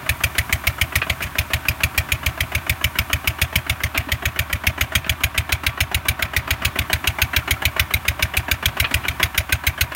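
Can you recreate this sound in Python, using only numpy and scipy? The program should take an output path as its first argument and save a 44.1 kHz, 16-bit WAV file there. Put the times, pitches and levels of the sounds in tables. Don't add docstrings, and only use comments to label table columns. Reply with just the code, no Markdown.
import sys
import numpy as np
from scipy import signal
from scipy.io import wavfile
from scipy.ndimage import uniform_filter1d

SR = 44100
rng = np.random.default_rng(int(sys.argv[2]) if len(sys.argv) > 2 else 0)


def wav_record(signal):
    frames = np.transpose(np.atleast_2d(signal))
    bounded = np.clip(frames, -1, 1)
    quanta = np.round(bounded * 32767).astype(np.int16)
    wavfile.write(sys.argv[1], SR, quanta)


N = 438794
T = np.arange(8192) / SR

# pitch_hz, level_db
BLOCK_COLOUR = [(90, -25.5), (200, -5.5), (300, -8), (490, -13.5), (680, -2.5), (830, -6.5), (1000, -4),
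                (1300, -3.5), (1620, -3), (2000, -4.5), (3000, -11.5), (3600, -19.5), (5000, -27.5),
                (16000, -31)]
# pitch_hz, level_db
RUSTLE_COLOUR = [(1500, 3), (4500, -2.5), (7500, 1.5), (10000, 5), (16000, 2)]


def gain_of(db):
    return 10 ** (np.asarray(db) / 20)


def evened(x):
    return x / np.sqrt(np.mean(x ** 2) + 1e-20)


def burst(x, db):
    return gain_of(db) * x / np.sqrt(np.sum(x ** 2) / (.024 * SR) + 1e-20)


def add(mix, s, sound):
    start = round(s * SR)
    part = mix[max(start, 0):][:max(len(sound) + min(start, 0), 0)]
    part += sound[max(-start, 0):][:len(part)]


def follow(points, s):
    return np.interp(s, *np.transpose(points))


def read(points, size=2048):
    hz, db = np.transpose(points)
    f = np.fft.rfftfreq(size, 1 / SR) + 10
    fall = np.clip(12 * np.log2(f / hz[0]), -40, 0)
    return np.interp(np.log(f), np.log(hz), db) + fall


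def colour(x, db):
    log_gain = np.log(gain_of(np.r_[db, db[-2:0:-1]]))
    taps = np.fft.ifft(np.exp(np.conj(signal.hilbert(log_gain)))).real
    return signal.fftconvolve(x, taps)[:len(x)]


def resonate(x, hz, width):
    r = np.exp(-np.pi * width / SR)
    return 2 * signal.lfilter([1 - r], [1, -r * np.exp(2j * np.pi * hz / SR)], x).real


def gust(rise, length, steep):
    swell = 1 - np.exp(-(T / rise) ** 2)
    return rng.standard_normal(len(T)) * swell / np.sqrt(1 + (T / length) ** steep)


def rattle(rise, t60, grain_db):
    grains = np.repeat(rng.standard_normal(len(T) // 32), 32)
    impacts = rng.standard_normal(len(T)) * gain_of(grain_db * grains)
    return impacts * (1 - np.exp(-T / rise)) * gain_of(-60 * T / t60)


def swing(hz, peak_s):
    return (T / peak_s) ** 2 * np.exp(2 - 2 * T / peak_s) * np.sin(2 * np.pi * hz * T)


def patches(depth_db, size=24):
    smooth = uniform_filter1d(rng.standard_normal(1025), size)
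    return depth_db * evened(uniform_filter1d(smooth, size // 2))


def flutter(depth_db):
    return gain_of(depth_db * evened(uniform_filter1d(rng.standard_normal(len(T)), size=48)))


def valve_times():
    # time_s, firings_per_s
    speed_points = [(0.0, 6.837), (1.21, 7.088), (1.4, 6.667), (1.8, 6.652), (1.93, 7.094), (2.76, 6.831),
                    (3.81, 7.22), (4.01, 6.951), (4.23, 7.427), (4.81, 7.008), (5.36, 7.082), (5.47, 6.84),
                    (5.69, 7.124), (6.13, 7.197), (6.58, 6.955), (6.69, 7.194), (7.27, 6.837),
                    (7.87, 7.031), (8.42, 6.909), (9.03, 7.109), (9.22, 6.674), (9.95, 7.2)]
    first_valve_s = .0900
    t = np.arange(N) / SR
    cycles = np.cumsum(follow(speed_points, t)) / SR
    cycles -= np.interp(first_valve_s, t, cycles)
    return np.interp(np.arange(np.ceil(cycles[-1] + .25)), cycles, t)


def firings():
    # time_s, change_db
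    load_points = [(0, -0.5), (.24, .5), (.95, 0.9), (1.53, -1.4), (1.83, 1.5), (2.55, -3), (2.69, -0.7),
                   (3.56, 0.7), (3.83, -3), (4.39, -1.7), (4.53, -2.7), (4.67, 0.4), (6.93, -1.3),
                   (7.07, .5), (8.94, -0.1), (9.75, 0.8)]
    # time_s, bark_change_db, hiss_change_db, thump_change_db, knock_change_db
    misfires = [(1.095, -1.7, -7.5, -2.5, -2), (1.236, -14, -27, -5.5, 1), (6.221, -0.8, -3, -4, 0.5),
                (9.08, -3, -7, -4, 0.5), (9.227, 2, 0.5, 0, 5.5)]
    # time_s, pitch_hz
    ring_points = [(0, 2293), (2.8, 2320), (3.5, 2400), (3.85, 2030), (4.12, 2000), (4.3, 2370),
                   (5.1, 2290), (6, 2390), (9.95, 2300)]
    # time_s, level_db
    knock_points = [(0.0, -29), (0.52, -27.5), (0.67, -30), (1.83, -26.5), (1.98, -31.5), (3.13, -26.5),
                    (3.27, -30), (4.95, -27.3), (5.23, -29.7), (5.52, -25.1), (5.8, -28.5), (6.79, -23.5),
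                    (7.79, -22.5), (7.94, -27.5), (8.37, -24.1), (9.95, -28.0)]
    hunt_from_s, hunt_to_s, hunt_db = 4.6, 7.3, 0.72
    bark_db, hiss_db, thump_db = -15.5, -20.5, 1.3
    hiss_per_load, thump_per_load = 1.3, 0.29
    blast_s, blast_growth_per_db = 0.0072, 0.0249
    bark_scatter_db, hiss_scatter_db, knock_scatter_db = 0.6, 0.67, .5
    ring_scatter, blast_scatter = 0.059, 0.089

    s = valve_times()
    chance = rng.standard_normal((len(s), 5)).T
    hunting = (s > hunt_from_s) & (s < hunt_to_s)
    load = follow(load_points, s) + hunt_db * (-1) ** np.arange(len(s)) * hunting
    reach_s = np.diff(s).min() / 2
    bark, hiss, thud, slap = sum(np.outer(change, abs(s - at) < reach_s) for at, *change in misfires)
    return np.transpose([
        s,
        bark_db + load + bark + bark_scatter_db * chance[0],
        hiss_db + hiss_per_load * load + hiss + hiss_scatter_db * chance[1],
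        thump_db + thump_per_load * load + thud,
        follow(ring_points, s) * (1 + ring_scatter * chance[2]),
        blast_s * np.exp(blast_growth_per_db * load + blast_scatter * chance[3]),
        follow(knock_points, s) + slap + knock_scatter_db * chance[4]])


def running_gear(clicks_per_s=70, spread_db=6.0):
    # pitch_hz, level_db
    gear_colour = [(30, -19), (70, 0), (150, 7), (200, -2.5), (270, 1), (380, -2), (480, -15), (620, -1.5),
                   (860, -4.5), (1100, -0.5), (1600, -3.5), (2500, -10), (3500, -12.5), (5000, -22),
                   (9000, -35)]
    # time_s, gear_db, rustle_db
    bed_levels = [(0.0, -29, -46), (0.19, -32.5, -42.5), (2.19, -31.5, -45.5), (3.16, -33.5, -44),
                  (3.32, -34, -46), (6.15, -33.5, -50.5), (6.62, -30, -49), (6.93, -32.5, -45),
                  (8.59, -33, -48), (8.98, -28.5, -45), (9.42, -35.5, -47.5), (9.95, -34, -48.5)]
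    s, gear_db, rustle_db = np.transpose(bed_levels)
    t = np.arange(N) / SR
    whirr = evened(colour(rng.standard_normal(N), read(gear_colour)))
    sizes = gain_of(spread_db * np.minimum(rng.exponential(1, N), 4)) * rng.choice([-1, 1], N)
    clicks = sizes * (rng.random(N) < clicks_per_s / SR)
    ticks = evened(colour(clicks, read(BLOCK_COLOUR)))
    rustle = evened(colour(rng.standard_normal(N), read(RUSTLE_COLOUR)))
    gears = (gain_of(-5) * whirr + gain_of(-28) * ticks) * gain_of(np.interp(t, s, gear_db))
    return gears + gain_of(2.5) * rustle * gain_of(np.interp(t, s, rustle_db))


def intake(beats):
    # pitch_hz, width_hz, level_db
    stack_modes = [(610, 49, -13), (763, 8.3, 6), (957, 48, 2), (1100, 65, -1), (1157, 22, 3.5),
                   (1323, 24, 1), (1525, 43, 0), (1780, 41, -1), (2350, 320, -5), (3460, 220, -13)]
    gulp_lag_s, can_lag_s = .047, .0617
    can_hz, can_peak_s, can_db = 72, .036, -36.5
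    flow = gain_of(-4.5) * rng.standard_normal(N)
    hum = np.zeros(N)
    for s, *_ in beats:
        gulp = gust(rise=0.015, length=0.022, steep=5.6)
        add(flow, s + gulp_lag_s, gain_of(2 * rng.standard_normal()) * gulp)
        hum_hz = can_hz * (1 + 0.054 * rng.standard_normal())
        add(hum, s + can_lag_s, gain_of(can_db) * swing(hum_hz, can_peak_s))
    stack = np.zeros(N)
    for hz, width, db in stack_modes:
        eddies = flow * rng.choice([-1, 1], N)
        stack += gain_of(db) * resonate(eddies, hz, width)
    band = signal.butter(2, [550, 4000], "band", fs=SR, output="sos")
    return gain_of(-39.5) * evened(signal.sosfilt(band, stack)) + hum


def knock(beats):
    # pitch_hz, level_db, t60_s (time to fall 60 dB)
    block_modes = [(282.3, -5, 0.16), (381.7, -5, 0.15), (643.4, 1.5, 0.078), (1013, -4, 0.12),
                   (1188, 0, 0.06), (1510, 7.5, 0.045), (1672, 5, 0.074), (1866, -21, 0.14),
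                   (2926, 0, 0.085)]
    knock_lead_s = .0312
    out = np.zeros(N)
    for s, *_, knock_db in beats:
        ring = 0
        for hz, db, t60 in block_modes:
            fade = gain_of(db + 3.9 * rng.standard_normal() - 60 * T / t60)
            ring = ring + fade * np.sin(2 * np.pi * (hz * T + rng.random()))
        slap = gust(rise=.002, length=.008, steep=6)
        chatter = rattle(rise=0.0014, t60=0.25, grain_db=2.5)
        block = read(BLOCK_COLOUR) + patches(depth_db=2.5, size=10)
        body = colour(evened(slap) + evened(chatter), block)
        blow = evened(body) + gain_of(-6) * evened(ring * (1 - np.exp(-T / 0.0035)))
        start_s = s - knock_lead_s + .0006 * rng.standard_normal()
        add(out, start_s, burst(blow, knock_db + 1.78))
    return out


def tappet(beats):
    tappet_lead_s = .019
    out = np.zeros(N)
    for s, *_ in beats:
        contact = rattle(rise=0.00028, t60=0.006, grain_db=14)
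        tick = colour(contact, read(RUSTLE_COLOUR) + patches(depth_db=9))
        start_s = s - tappet_lead_s + 0.0015 * rng.standard_normal()
        add(out, start_s, burst(tick, -50 + 1.1 * rng.standard_normal()))
    return out


def blast(bark_db, hiss_db, ring_hz, length, side):
    # pitch_hz, level_db
    behind_colour = [(200, -10.5), (450, -32), (700, -14), (880, -25), (1300, -15), (1650, -11.5),
                     (1880, -2), (2050, -8), (2350, 1), (2650, -6), (3000, -4.5), (3700, -12.5),
                     (4400, -19), (6500, -26.5)]
    # pitch_hz, level_db
    side_colour = [(200, -19.5), (700, -24), (1200, -33), (1550, -3), (1760, -14.5), (2000, -5), (2400, -5),
                   (2950, -7.5), (3200, -6.5), (3550, -8.5), (3950, -7.5), (4600, -23), (6500, -53.5)]
    # pitch_hz, level_db
    hiss_colour = [(2000, -51), (4300, -2), (5000, 3), (5600, -2), (6600, 4.5), (7500, -4), (9000, 2.5),
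                   (12500, 2), (16000, 0)]
    opening_s = .0016
    hiss_side_db = 2
    pipe = (1 - side) * read(behind_colour) + side * read(side_colour)
    jet = gust(opening_s, length=length * 1.17, steep=5.5)
    jet = colour(jet, pipe + patches(depth_db=2.5, size=12))
    ring = gust(opening_s, length=length * 1.16, steep=6.5)
    ring = resonate(resonate(ring, ring_hz, 220), ring_hz, 470)
    bark = burst(evened(jet) + gain_of(-3.5) * evened(ring), bark_db)
    hiss = gust(opening_s, length=length * 1.31, steep=5.3) * flutter(depth_db=1.5)
    hiss = colour(hiss, read(hiss_colour) + patches(depth_db=3.0))
    return bark + burst(hiss, hiss_db + hiss_side_db * side)


def thump(thump_db, side):
    # pitch_hz, relative signed pressure, peak_s (time to full swing)
    silencer_modes = [(52.2, -.0237, .0211), (80, .15, .0139), (94.4, .047, .0222), (123.2, .061, .0167),
                      (178, -.008, .012)]
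    valve_open_s, choke_steepness = 0.056, 12
    stretch = 1 + 0.022 * rng.standard_normal()
    air = 0
    for hz, size, peak_s in silencer_modes:
        db = .6 * rng.standard_normal() + 2 * (.5 - side) * np.log2(hz / 80)
        air = air + size * gain_of(db) * swing(hz * stretch, peak_s)
    return air * gain_of(thump_db) / np.sqrt(1 + (T / valve_open_s) ** choke_steepness)


def pipe_note(start_hz=540, end_hz=740, rise_s=0.0384):
    hz = start_hz + (end_hz - start_hz) * np.minimum(T / rise_s, 1)
    hz = hz * (1 + 0.037 * rng.standard_normal())
    tone = np.sin(2 * np.pi * (np.cumsum(hz) / SR + rng.random()))
    return tone * (1 - np.exp(-T / 0.014)) * gain_of(-60 * T / 0.096)


def exhaust(beats):
    # time_s, side (0 from behind, 1 side-on)
    view_points = [(0, 0.18), (2.5, 0), (4.5, 0.13), (6.3, 0.93), (8, 0.74), (9.95, 1)]
    # pitch_hz, level_db
    puff_colour = [(250, 6), (470, -17), (660, 4), (880, -8), (1450, -0.5), (2000, 1), (2350, 6),
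                   (2700, -1.5), (3100, -4), (4200, -15), (6600, -18.5), (7600, -20.5), (16000, -23)]
    # start_s, bark_db, hiss_db, ring_hz, blast_s
    spits = [(1.2185, -32, -35, 2280, 0.0087), (1.223, -24, -27, 2400, 0.012)]
    puff_lag_s = .0225
    out = np.zeros(N)
    for s, bark_db, hiss_db, thump_db, ring_hz, length, _ in beats:
        side = follow(view_points, s)
        add(out, s, blast(bark_db, hiss_db, ring_hz, length, side))
        add(out, s + .0018 + .0013 * side, thump(thump_db, side))
        add(out, s + 0.00396, burst(pipe_note(), -38 - 5 * side + rng.standard_normal()))
        puff = gust(rise=0.004, length=0.016, steep=7.7)
        puff = colour(puff, read(puff_colour) + patches(depth_db=2, size=8))
        add(out, s + puff_lag_s, burst(puff, -31.5 + 1.8 * side + rng.standard_normal()))
    for s, *spit in spits:
        add(out, s, blast(*spit, side=0))
    return out


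def linkage():
    # start_s, level_db, t60_s (time to fall 60 dB)
    clanks = [(1.0155, -18, 0.093), (1.063, -48, .08), (3.947, -21.5, 0.19), (4.084, -37, 0.086),
              (5.044, -30.5, 0.044), (8.8423, -17.5, 0.077), (9.037, -29.5, .1)]
    # pitch_hz, width_hz, level_db
    linkage_modes = [(650, 56, 1), (1260, 300, -2), (1640, 300, 3), (1870, 260, 0), (2460, 150, 10.5),
                     (2730, 120, -9), (3070, 190, -26), (4100, 190, -26)]
    # start_s, level_db
    bumps = [(3.954, -32), (4.068, -32.5)]
    # start_s, level_db
    squeaks = [(7.417, -37), (7.562, -33)]
    out = np.zeros(N)
    mud = signal.butter(4, 3900, fs=SR)
    for s, db, t60 in clanks:
        chatter = rattle(rise=0.002, t60=t60, grain_db=3.5)
        ring = sum(gain_of(mode_db) * resonate(chatter, hz, width) for hz, width, mode_db in linkage_modes)
        add(out, s, burst(signal.lfilter(*mud, ring), db))
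    for s, db in bumps:
        add(out, s, burst(swing(hz=285, peak_s=0.0081), db))
    for s, db in squeaks:
        rub = gust(rise=.004, length=0.011, steep=6)
        squeak = resonate(resonate(rub, 1360, 150), 1360, 150)
        add(out, s, burst(squeak, db))
    return out


def scene():
    beats = firings()
    engine = intake(beats) + knock(beats) + tappet(beats) + exhaust(beats)
    return (running_gear() + engine + linkage())[None]


def record(dry, ceiling=0.76):
    # pitch_hz, level_db
    microphone_colour = [(20, 0), (6800, -1.5), (7700, -4), (8600, -3.5), (9800, -3.5), (10400, -7.5),
                         (11200, -2.5), (16000, 0)]
    edge_hz = 15950
    x = colour(dry[0], read(microphone_colour))
    x = x / (1 + (x / ceiling) ** 6) ** (1 / 6)
    low_pass = signal.firwin(511, edge_hz, window=("kaiser", 9), fs=SR)
    return signal.oaconvolve(x, low_pass, "same")[None]


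dry = scene()
out = record(dry)
wav_record(out)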